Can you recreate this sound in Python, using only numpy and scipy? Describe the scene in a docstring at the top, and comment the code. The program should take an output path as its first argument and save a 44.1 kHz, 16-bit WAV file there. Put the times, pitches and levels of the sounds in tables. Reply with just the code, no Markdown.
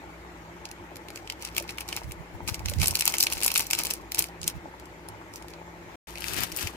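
"""A foil sachet is shaken, squeezed and crinkled above a small electric pot of boiling water.
Foil: noise bursts for single snaps, plus a dense click crackle gated by each squeeze.
Pot: seething noise, resonances struck by collapsing bubbles, damped sines for hollow pops and plops, low hum.
Steam buffets the two microphone ports as low-frequency noise puffs.
After a short silence the microphone is nearer and more foil rustles at the left."""
import sys
import numpy as np
from scipy import signal
from scipy.fft import rfft, irfft, next_fast_len
from scipy.io import wavfile
from scipy.ndimage import uniform_filter1d, map_coordinates

SR = 44100
rng = np.random.default_rng(int(sys.argv[2]) if len(sys.argv) > 2 else 0)


def nominal_scale(level):
    """Amplitude ratio for a level in decibels (scalar or array-like)."""
    x = np.asarray(level, float) / 20
    return 10 ** x


def digitize_waveform(pressure):
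    """Quantize a signal to 16-bit integers and store it at the path in sys.argv[1].

    Rows of a 2-D input are taken as channels; values are limited to [-1, 1].
    """
    field = np.atleast_2d(pressure).T
    bounded = np.clip(field, -1, 1)
    quanta = np.round(bounded * 32767).astype(np.int16)
    wavfile.write(sys.argv[1], SR, quanta)


N = 298116

# dropout: start_s, end_s
SILENCE_S = (5.957, 6.071)
# boiling wash in 250-1200 Hz, one list each side of the silence: time_s, level_db
BOIL_LEVEL = [
    [(0.0, -50), (5.74, -50.5), (5.99, -47)],
    [(6.05, -51.5), (6.28, -51.5), (6.76, -47)],
]
# spectrum of the wash: freq_hz, density_db_per_hz
SEETHE_SPECTRUM = [(21, -28), (35, -19.5), (65, -9), (111, -12.5), (136, -19.5), (171, -12), (245, -17),
                   (342, -4.5), (379, -11.5), (840, -19.5), (1300, -20), (2220, -19), (2650, -26),
                   (3600, -30.5), (4700, -34.5), (7200, -34.5), (9000, -42.5), (14800, -42.5),
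                   (16000, -61.5)]
# resonances of pot and water, before the room: freq_hz, width_hz, level_db
POT_MODES = [(102.7, 4.8, -58), (344.8, 10, -60.5), (658, 370, -76), (860, 133, -53.5)]
# low hollow pops near the pot's air resonance, from bubbles or set off by foil snaps,
# before the room: time_s, level_db, start_pitch_hz
HOLLOW_POPS = [(1.61, -29, 604), (2.019, -25.5, 820), (2.407, -24.5, 860), (2.608, -27, 800),
               (2.72, -28, 513), (2.84, -36, 890), (2.93, -23.5, 880), (3.082, -30, 882),
               (3.145, -24.5, 860), (3.205, -26, 794), (3.267, -24, 850), (3.321, -23.5, 935),
               (3.415, -28, 930), (3.462, -18.5, 890), (3.519, -22.5, 895), (4.659, -25.5, 770),
               (5.351, -29.5, 844), (5.447, -29, 786), (5.618, -29, 750)]
# wavering low tones: freq_hz, mid_level_db
HUM_TONES = [(59.2, -54.5), (168, -57)]
# steam puffs on the ports: time_s, left_db, right_db, half_span_ms
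STEAM_PUFFS = [(2.052, -57, -29.5, 24), (2.093, -32, -29.5, 36), (2.205, -57, -32, 49),
               (2.35, -35, -40.5, 39), (2.439, -32, -58, 32), (2.479, -29, -53, 13),
               (2.522, -24, -47.5, 18), (2.6, -35.5, -38, 37), (2.663, -39.5, -32.5, 21),
               (2.698, -36, -24.5, 95), (2.763, -30.5, -26, 17), (2.812, -54.5, -16.5, 62),
               (2.874, -48, -27.5, 14), (2.915, -30.5, -29.5, 40), (3.36, -40, -34, 51),
               (4.441, -54, -36.5, 65), (4.563, -42, -30, 30), (6.348, -41, -45, 90),
               (6.414, -32, -39.5, 19), (6.537, -52.5, -35, 22), (6.656, -30.5, -31, 26)]
# spectrum of a puff: freq_hz, density_db_per_hz
PUFF_SPECTRUM = [(30, -9), (80, 0), (150, -11), (230, -19), (400, -49)]
# foil creases that snap: time_s, level_db, body_over_level_db, top_over_level_db
FOIL_SNAPS = [(0.6545, -40, 1.5, -6.5), (0.6895, -49, -2, -7), (0.714, -41.5, -6, -5),
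              (0.958, -43.5, -2, -4), (0.968, -46.5, 1, 0), (1.0851, -49, 10, -3), (1.104, -47, 2, 0.5),
              (1.159, -39, -2.5, -7), (1.174, -43, -3, -8), (1.275, -50.5, 11.5, -9), (1.3, -35.5, 3, -4),
              (1.323, -37, -3, -19), (1.424, -41.5, 1, 2.5), (1.45, -31.5, -17, -8), (1.474, -44, -2.5, -9),
              (1.55, -45, 2, -2), (1.566, -37, 9.5, 3.5), (1.5809, -31, 8, 7), (1.6, -34.5, -8, -6),
              (1.625, -46, -13, 4.5), (1.679, -48.5, 0, -13), (1.693, -45.5, 10, -9), (1.707, -45, 1, -6),
              (1.775, -50.5, 1, -2), (1.784, -40, 6.5, 1), (1.809, -39, 2, -1), (1.879, -44, -10, -9),
              (1.8884, -31, -20, -7.5), (1.9278, -30.5, -2, -17), (1.965, -29, -13, -4.5),
              (2.035, -48.5, -11, -10.5), (2.111, -46.5, -2, -11), (2.12, -43, -10, 6.5),
              (2.477, -33.5, -4, -5.5), (2.4843, -49, -15, 4.5), (2.5442, -28, -8.5, -16),
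              (2.594, -43, -2, -3.5), (2.659, -37, 7, 1), (2.685, -39, 5.5, -1.5), (2.6981, -38, 0.5, 9),
              (2.737, -38, 2, -1), (2.786, -45.5, 3.5, -4), (2.8, -39, 2, -5.5), (2.8163, -35, 7.5, 8),
              (2.833, -35, 1, 0), (2.843, -28.5, -9, -1), (2.859, -31, 2, 6.5), (2.8726, -27, -11, 6.5),
              (2.882, -27, -6.5, 8), (2.9095, -28.5, -26, -1.5), (2.954, -26.5, -2, 5.5),
              (2.9913, -26.5, -12.5, -3), (2.9966, -33, -23, 8), (3.009, -24, 0, 0), (3.0227, -35, 9, 5),
              (3.055, -33.5, -3.5, 16.5), (3.0642, -32, 1.5, -3), (3.078, -23, -3.5, 7),
              (3.123, -38, -12.5, 7), (3.14, -27, -2.5, -2), (3.168, -38.5, 0.5, -4.5),
              (3.184, -26.5, -8.5, 3.5), (3.203, -26, -10, 7.5), (3.207, -21, -21, 3),
              (3.226, -22, -18, -6), (3.228, -22, -25.5, 3.5), (3.237, -23.5, -15.5, 2.5),
              (3.2685, -28.5, 3.5, -0.5), (3.301, -36, -1, -5), (3.3242, -30.5, 0.5, 2),
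              (3.334, -30, -7.5, 2.5), (3.383, -39, 4.5, -4.5), (3.4047, -38.5, -3, 3),
              (3.415, -36, 0.5, 2.5), (3.425, -36, 8, 0.5), (3.4336, -30.5, 4.5, 8.5),
              (3.442, -27, -14.5, 3), (3.447, -27.5, -9, 8), (3.463, -33.5, -2, 16),
              (3.4796, -29, -3, 10.5), (3.504, -41, 12, 4), (3.517, -36, 2.5, 10), (3.5407, -31, -13, 3),
              (3.5533, -32, -1, 4), (3.5586, -25, 4.5, -6), (3.566, -27.5, -4, -0.5), (3.577, -27, -12, 7),
              (3.582, -23, -13, -3), (3.595, -25, -19, 3), (3.6074, -29.5, -7, 3), (3.622, -38.5, -8, 1),
              (3.642, -45, -12, -5), (3.668, -38.5, -25, 5), (3.7038, -33, -3, -0.5), (3.71, -27, -4, 2.5),
              (3.7329, -26.5, 4.5, 3), (3.75, -27.5, -5.5, -10), (3.789, -27, -6, 4.5),
              (3.8358, -36, -0.5, 11.5), (3.851, -34, -2, 0.5), (3.8692, -34, -9, 5),
              (3.9035, -30.5, -15, -1), (3.909, -26, -9, -3), (3.937, -35.5, -26, 11),
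              (4.1199, -32.5, 0, 2.5), (4.147, -32.5, 1.5, 6), (4.157, -38.5, -20, -3.5),
              (4.1848, -31, -7, -2), (4.1917, -22, -23, 5.5), (4.224, -30, -11, 4.5),
              (4.2414, -35.5, 0, 0.5), (4.2863, -47, -12, -6), (4.416, -34.5, -31, -36),
              (4.431, -32.5, -13.5, -32), (4.442, -36, -10, -15), (4.4783, -23.5, -34, 4),
              (4.7985, -53.5, 4, 4), (4.857, -48.5, -15, -10), (5.087, -43.5, -12, 3.5),
              (5.338, -43, -9, -14), (5.359, -42.5, -14, 4.5), (5.4247, -46.5, -1, -19),
              (5.484, -44.5, 1, -12), (5.5368, -55, 12.5, -19), (6.107, -49.5, -1, 3),
              (6.1568, -44, 11, -8), (6.176, -47, 11.5, -8), (6.184, -35, -5, -13), (6.208, -40, -1, 1.5),
              (6.222, -43.5, 15, -2), (6.2432, -40.5, 12, 5), (6.2623, -43, -8, -4), (6.284, -36, 7.5, 3),
              (6.336, -35.5, 3, 2), (6.344, -33, -9, -2), (6.366, -35, -1, 1.5), (6.4067, -39, 2, 12),
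              (6.436, -29, -19, 5.5), (6.519, -37, -3, -4), (6.5238, -40, 4, 4), (6.5648, -41, -16, 17),
              (6.573, -37.5, -2, 13), (6.589, -36.5, 9.5, 0), (6.63, -34, -8, -2.5),
              (6.6733, -28.5, -3.5, -12)]
# spectrum of the foil: freq_hz, density_db_per_hz
FOIL_SPECTRUM = [(350, -1.5), (600, -4.5), (894, 3), (1130, -1.5), (1680, -5.5), (2610, 2), (3430, -4),
                 (5480, 2), (7410, -3), (12500, -3.5), (15400, -6.5), (16300, -38.5)]
# spectrum of the nearer crackle: freq_hz, density_db_per_hz
NEAR_FOIL_SPECTRUM = [(350, 4), (800, -5.5), (1500, 1.5), (2680, 3), (5710, -0.5), (9620, -4),
                      (11200, -2.5), (15400, -9), (16000, -30)]
# shakes and squeezes of the sachet: peak_s, peak_db, length_ms (between points 20 dB down)
SACHET_SQUEEZES = [(1.17, -53.5, 250), (1.436, -40, 165), (1.577, -40.5, 149), (1.699, -38, 73),
                   (1.804, -39, 56), (1.895, -41, 99), (1.96, -43, 166), (2.485, -29, 47),
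                   (2.544, -40.5, 117), (2.691, -39, 144), (2.833, -28, 163.5), (2.96, -29, 114),
                   (3.0, -35, 111), (3.078, -29, 130.5), (3.145, -34, 62), (3.219, -27, 120),
                   (3.327, -30.5, 132), (3.45, -30, 218), (3.591, -27.5, 113), (3.738, -32, 132),
                   (3.798, -28, 66.5), (3.855, -29, 57.5), (3.905, -31.5, 114.5), (4.189, -25.5, 87),
                   (4.239, -35.5, 66), (4.429, -57, 85), (4.481, -29.5, 54), (5.363, -50, 155),
                   (5.5, -52, 80)]
# how hard the nearer foil is worked: time_s, level_db
NEAR_FOIL_LEVEL = [(6.072, -45), (6.16, -54), (6.24, -39), (6.445, -31), (6.458, -42), (6.51, -49.5),
                   (6.53, -48.5), (6.6, -34.5), (6.673, -40), (6.7, -48.5), (6.76, -58)]
# dull part of the crackle, strongest while the sachet is full: time_s, gain_db
DULL_GAIN = [(0, 7), (2.2, 4.5), (2.6, 1), (4.6, -0.5), (6.76, 3.5)]
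# likeness of left and right in the wash: freq_hz, correlation
PORT_LIKENESS = [(60, 0.57), (180, 0.96), (550, 0.77), (1650, -0.045), (4970, -0.035), (15000, -0.072)]
# colour of the two ports: freq_hz, left_over_right_db
PORT_COLOUR = [(60, 0), (180, 0), (550, 3), (1650, 3), (4970, -1), (15000, 7)]
# decay of the kitchen: freq_hz, t60_s
KITCHEN_DECAY = [(500, 0.096), (4000, 0.076), (14000, 0.056)]

SILENCE_FROM_S, SILENCE_TO_S = SILENCE_S
COLLAPSE_TOP_HZ = 2480  # pole frequency of a two-pole roll-off: collapse under water
PLOP_COUNT, PLOP_MEDIAN_HZ, PLOP_LOG_SPREAD = 180, 804, 0.15
PLOP_MEDIAN_DB, PLOP_SPREAD_DB = -44.5, 4.5
SNAP_MEDIAN_MS, NEAR_SNAP_MEDIAN_MS, SNAP_LOG_SPREAD = 3.75, 1.78, 0.13  # nominal length
SNAP_LEAD_S = 0.005  # bending before the crease gives
FULL_UNTIL_S, FULL_BODY_HZ = 2.3, (2300, 3060)  # full sachet: narrower body band
KNOCK_MEDIAN_DB, KNOCK_SPREAD_DB = -13.5, 4.2  # low knock of a snap, over its body
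RISE_SHARE = 0.31  # part of a squeeze spent rising


def unit(x):
    """Scaled to rms 1."""
    return x / np.sqrt(np.mean(x ** 2) + 1e-20)


def along(points, hz):
    """(Hz, value) points interpolated on a log frequency axis."""
    f, v = np.transpose(points)
    return np.interp(np.log(hz + 1), np.log(f + 1), v)


def curve(rows, column, outside=-120):
    """One value per sample from one column of a table."""
    rows = np.array(rows)
    return np.interp(np.arange(N) / SR, rows[:, 0], rows[:, column], outside, outside)


def wobble(knots_per_s):
    """Smooth random curve."""
    knots = rng.standard_normal(int(N * knots_per_s / SR) + 4)
    return map_coordinates(knots, [np.arange(N) * knots_per_s / SR])


def filtered(x, response):
    """x times a complex response of frequency."""
    m = next_fast_len(N + 8192)
    return irfft(rfft(x, m) * response(np.fft.rfftfreq(m, 1 / SR)), m)[..., :N]


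def pair(gain, patchy_db):
    """Stereo noise, mid rms 1, with time-frequency patches of random gain and set port likeness."""
    z = signal.stft(rng.standard_normal((2, N)), nperseg=512)[2]
    field = uniform_filter1d(rng.standard_normal(z.shape[1:]), size=4, axis=0)
    field = uniform_filter1d(field, size=8, axis=1)
    two = signal.istft(z * nominal_scale(patchy_db * unit(field)), nperseg=512)[1][:, :N]

    def split(hz):
        # cos(2 * angle) is the left-right correlation
        angle = np.arccos(np.clip(along(PORT_LIKENESS, hz), -1, 1)) / 2
        return gain(hz) * np.array([np.cos(angle), np.sin(angle)])

    mid, side = filtered(two, split)
    return np.array([mid + side, mid - side]) / np.sqrt(np.mean(mid ** 2))


def twin(count, alike):
    """Noise for the two ports, partly shared."""
    shared, left, right = rng.standard_normal((3, count))
    return np.sqrt(alike) * shared + np.sqrt(1 - alike) * np.array([left, right])


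def grains(s, hz, cycles, size, rise, length):
    """Damped sines whose pitch rises as they die, summed at their times."""
    t = np.arange(length) / SR
    hz = hz[:, None]
    life = t * hz / cycles
    envelope = size[:, None] * np.exp(-life) * (1 - np.exp(-8 * life))
    wave = envelope * np.sin(2 * np.pi * hz * t * (1 + rise * life))
    at = (s * SR).astype(int)[:, None] + np.arange(length)
    return np.bincount(at.ravel(), wave.ravel(), N + length)[:N]


def room(x, delay_s, share_db):
    """Direct sound, later at the right port, plus wall decay that differs at each port."""
    hz, t, z = signal.stft(rng.standard_normal((2, SR // 3)), SR, nperseg=128)
    decay = nominal_scale(-60 * t / along(KITCHEN_DECAY, hz)[:, None])
    tail = signal.istft(z * decay, SR, nperseg=128)[1]
    wet = signal.fftconvolve(x, tail / np.linalg.norm(tail[0]), axes=1)[:, :N]
    direct = filtered(x, lambda f: np.exp(-2j * np.pi * f * [[0], [delay_s]]))
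    return direct + nominal_scale(share_db) * wet


def hum():
    """Low sines with wandering level and phase."""
    t, out = np.arange(N) / SR, np.zeros(N)
    for hz, db in HUM_TONES:
        phase = 2 * np.pi * hz * t + 1.1 * wobble(8.2)
        out += np.sqrt(2) * nominal_scale(db + 2.5 * wobble(4)) * np.sin(phase)
    return out


def wash():
    """Seething of the water: patchy coloured noise that follows the boil level."""
    level_db = np.maximum(curve(BOIL_LEVEL[0], column=1), curve(BOIL_LEVEL[1], column=1))
    shape = pair(lambda hz: nominal_scale(along(SEETHE_SPECTRUM, hz)), patchy_db=2.0)
    band = filtered(shape.mean(0), lambda hz: (hz > 250) & (hz < 1200))
    return nominal_scale(level_db) * shape / np.std(band)


def pot_knocks():
    """Collapsing bubbles: each blow excites all pot resonances at once."""
    hits = rng.random(N) < 450 / SR * nominal_scale(2.2 * wobble(14))  # about 450 per s
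    blows = hits * rng.standard_normal(N) * nominal_scale(1.6 * rng.standard_normal(N))
    out = np.zeros(N)
    for centre, width, db in POT_MODES:
        def mode(f):
            resonance = 1j * f * width / (centre ** 2 - f ** 2 + 1j * f * width)
            return resonance / (1 + 1j * f / COLLAPSE_TOP_HZ) ** 2
        out += nominal_scale(db) * unit(filtered(blows, mode))
    return out


def hollow_pops():
    """Low hollow pops near the pot's air resonance: damped sines of slightly rising pitch."""
    s, db, hz = np.transpose(HOLLOW_POPS)
    return grains(s - 0.002, hz, cycles=1.55, size=nominal_scale(db), rise=0.033, length=3000)


def plops():
    """Small bubbles at random times: damped sines of scattered, rising pitch."""
    when_s = rng.random(PLOP_COUNT) * N / SR
    pitch, size = rng.standard_normal((2, PLOP_COUNT))
    plop_hz = PLOP_MEDIAN_HZ * np.exp(PLOP_LOG_SPREAD * pitch)
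    plop_size = nominal_scale(PLOP_MEDIAN_DB + PLOP_SPREAD_DB * size)
    return grains(when_s, plop_hz, cycles=3.58, size=plop_size, rise=0.076, length=2000)


def pot():
    """Wash and hum direct; knocks, hollow pops and plops through the room."""
    struck = np.tile(pot_knocks() + hollow_pops() + plops(), (2, 1))
    return wash() + hum() + room(struck, delay_s=0.00028, share_db=-7.5)


def steam():
    """Each puff is a short low eddy, unrelated at the two ports."""
    flow = filtered(rng.standard_normal((2, N)), lambda hz: nominal_scale(along(PUFF_SPECTRUM, hz)))
    out = np.zeros((2, N))
    for s, left_db, right_db, ms in STEAM_PUFFS:
        span = slice(round((s - ms / 1000) * SR), round((s + ms / 1000) * SR))
        eddy = flow[:, span] * np.hanning(flow[:, span].shape[1])
        eddy /= np.abs(eddy).max(axis=1, keepdims=True)
        out[:, span] += nominal_scale(np.array([[left_db], [right_db]])) * np.sqrt(2) * eddy
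    return out


def crackle(tone, rate, spread_db, clump_db):
    """Tiny creases: clumped clicks of uneven size, some dull and some bright; rms 1."""
    busy = rate / SR * nominal_scale(clump_db * wobble(70))
    ticks = (rng.random((2, N)) < busy) * nominal_scale(spread_db * rng.standard_normal((2, N)))
    dull, bright = (signal.lfilter([1], [1, -0.89], row) * twin(N, alike=0.38) for row in ticks)

    def low(f):
        return 1 / (1 + (f / 4200) ** 4)

    dull_part = nominal_scale(curve(DULL_GAIN, column=1)) * filtered(dull, lambda f: np.sqrt(low(f)))
    bright_part = filtered(bright + 0.083 * dull, lambda f: np.sqrt(1 - low(f)))
    return unit(filtered(dull_part + bright_part, lambda f: nominal_scale(along(tone, f))))


def squeezing():
    """Crackle gain: every squeeze swells quickly and lets go slower, exponentially both ways."""
    t, power = np.arange(N) / SR, np.zeros(N)
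    for s, db, ms in SACHET_SQUEEZES:
        near = slice(round((s - 0.3) * SR), round((s + 0.4) * SR))
        before, after = (s - t[near]) / RISE_SHARE, (t[near] - s) / (1 - RISE_SHARE)
        away = np.maximum(before, after) * 1000 / ms
        power[near] += nominal_scale(2 * (db - 20 * away))
    return np.sqrt(power)


def snap(median_ms):
    """One crease: a faint tick as it bends, a burst as it runs, then a rattling decay."""
    t = np.arange(1500) / SR
    ms = median_ms * np.exp(SNAP_LOG_SPREAD * rng.standard_normal())
    age = np.maximum(t - SNAP_LEAD_S, 0) / (0.12 * ms / 1000)
    strain = 0.12 * np.sin(np.pi * np.minimum(t / (2 * SNAP_LEAD_S), 1))
    run = (age / 3) ** 3 * np.exp(3 - age)
    rattle = 0.12 * (1 - np.exp(-age)) * np.exp(-age / 14.0)
    burst = strain + run + rattle
    noise = twin(len(t), alike=0.33)
    turn = 2 * np.pi * rng.uniform(1700, 17300) / SR  # each facet favours its own pitch
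    ring = signal.lfilter([1], [1, -2 * 0.9 * np.cos(turn), 0.9 ** 2], noise)
    sound = burst * (noise + 0.35 * unit(ring))
    return sound * np.linalg.norm(burst) * np.sqrt(2) / np.linalg.norm(sound)


def snaps():
    """Snaps summed into body, middle, top and low-knock bands, each coloured by the foil."""
    edges_hz = [(1950, 3500), FULL_BODY_HZ, (3500, 9000), (9000, 17000), (500, 1400)]
    bands = np.zeros((5, 2, N + SR))
    for s, db, body_db, top_db in FOIL_SNAPS:
        sound = snap(NEAR_SNAP_MEDIAN_MS if s > SILENCE_TO_S else SNAP_MEDIAN_MS)
        start = round((s - 0.0011 - SNAP_LEAD_S) * SR)
        span = slice(start, start + sound.shape[1])
        gains = nominal_scale(db + np.array([body_db, 0, top_db]))[:, None, None]
        bands[[int(s < FULL_UNTIL_S), 2, 3], :, span] += gains * sound
        if s < SILENCE_FROM_S:
            knock = nominal_scale(KNOCK_MEDIAN_DB + KNOCK_SPREAD_DB * rng.standard_normal())
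            bands[4, :, span] += knock * gains[0] * sound.mean(0)
    hz, out = np.fft.rfftfreq(4096, 1 / SR), np.zeros((2, N))
    for band, (lo, hi) in zip(bands, edges_hz):
        def colour(f):
            skirts = (1 + (lo / (f + 1)) ** 6) * (1 + (f / hi) ** 6)
            return nominal_scale(along(FOIL_SPECTRUM, f)) / np.sqrt(skirts)
        out += filtered(band[:, :N], colour) / np.sqrt(np.mean(colour(hz) ** 2))
    return out


def foil():
    """Snaps over a crackle that follows the fingers; nearer and stronger at the left after the silence."""
    single = snaps()
    far = squeezing() * crackle(FOIL_SPECTRUM, rate=1100, spread_db=6.0, clump_db=4.5)
    near = crackle(NEAR_FOIL_SPECTRUM, rate=4900, spread_db=5.5, clump_db=1.5)
    near = nominal_scale(curve(NEAR_FOIL_LEVEL, column=1)) * near
    later = np.arange(N) / SR > SILENCE_TO_S
    first = room((single + far) * ~later, delay_s=0.00012, share_db=-7.5)
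    lean = nominal_scale(np.array([[2.3], [-2.3]]))
    return first + room(lean * (single + near) * later, delay_s=0.000409, share_db=-6.5)


def scene():
    """Pot, steam and sachet."""
    return pot() + steam() + foil()


def roll_off(x):
    """The treble ends steeply here."""
    return signal.sosfilt(signal.butter(12, 16660, fs=SR, output="sos"), x)


def record(dry):
    """The two ports differ in colour and lose the deepest bass; the sound drops out briefly."""
    def port(hz):
        colour = nominal_scale(along(PORT_COLOUR, hz) * [[0.5], [-0.5]])
        return colour / np.sqrt(1 + (44 / (hz + 1)) ** 6)

    t = np.arange(N) / SR
    sounding = (t < SILENCE_FROM_S) | (t > SILENCE_TO_S)
    return roll_off(filtered(dry, port) * sounding)


dry = scene()
out = record(dry)
digitize_waveform(out)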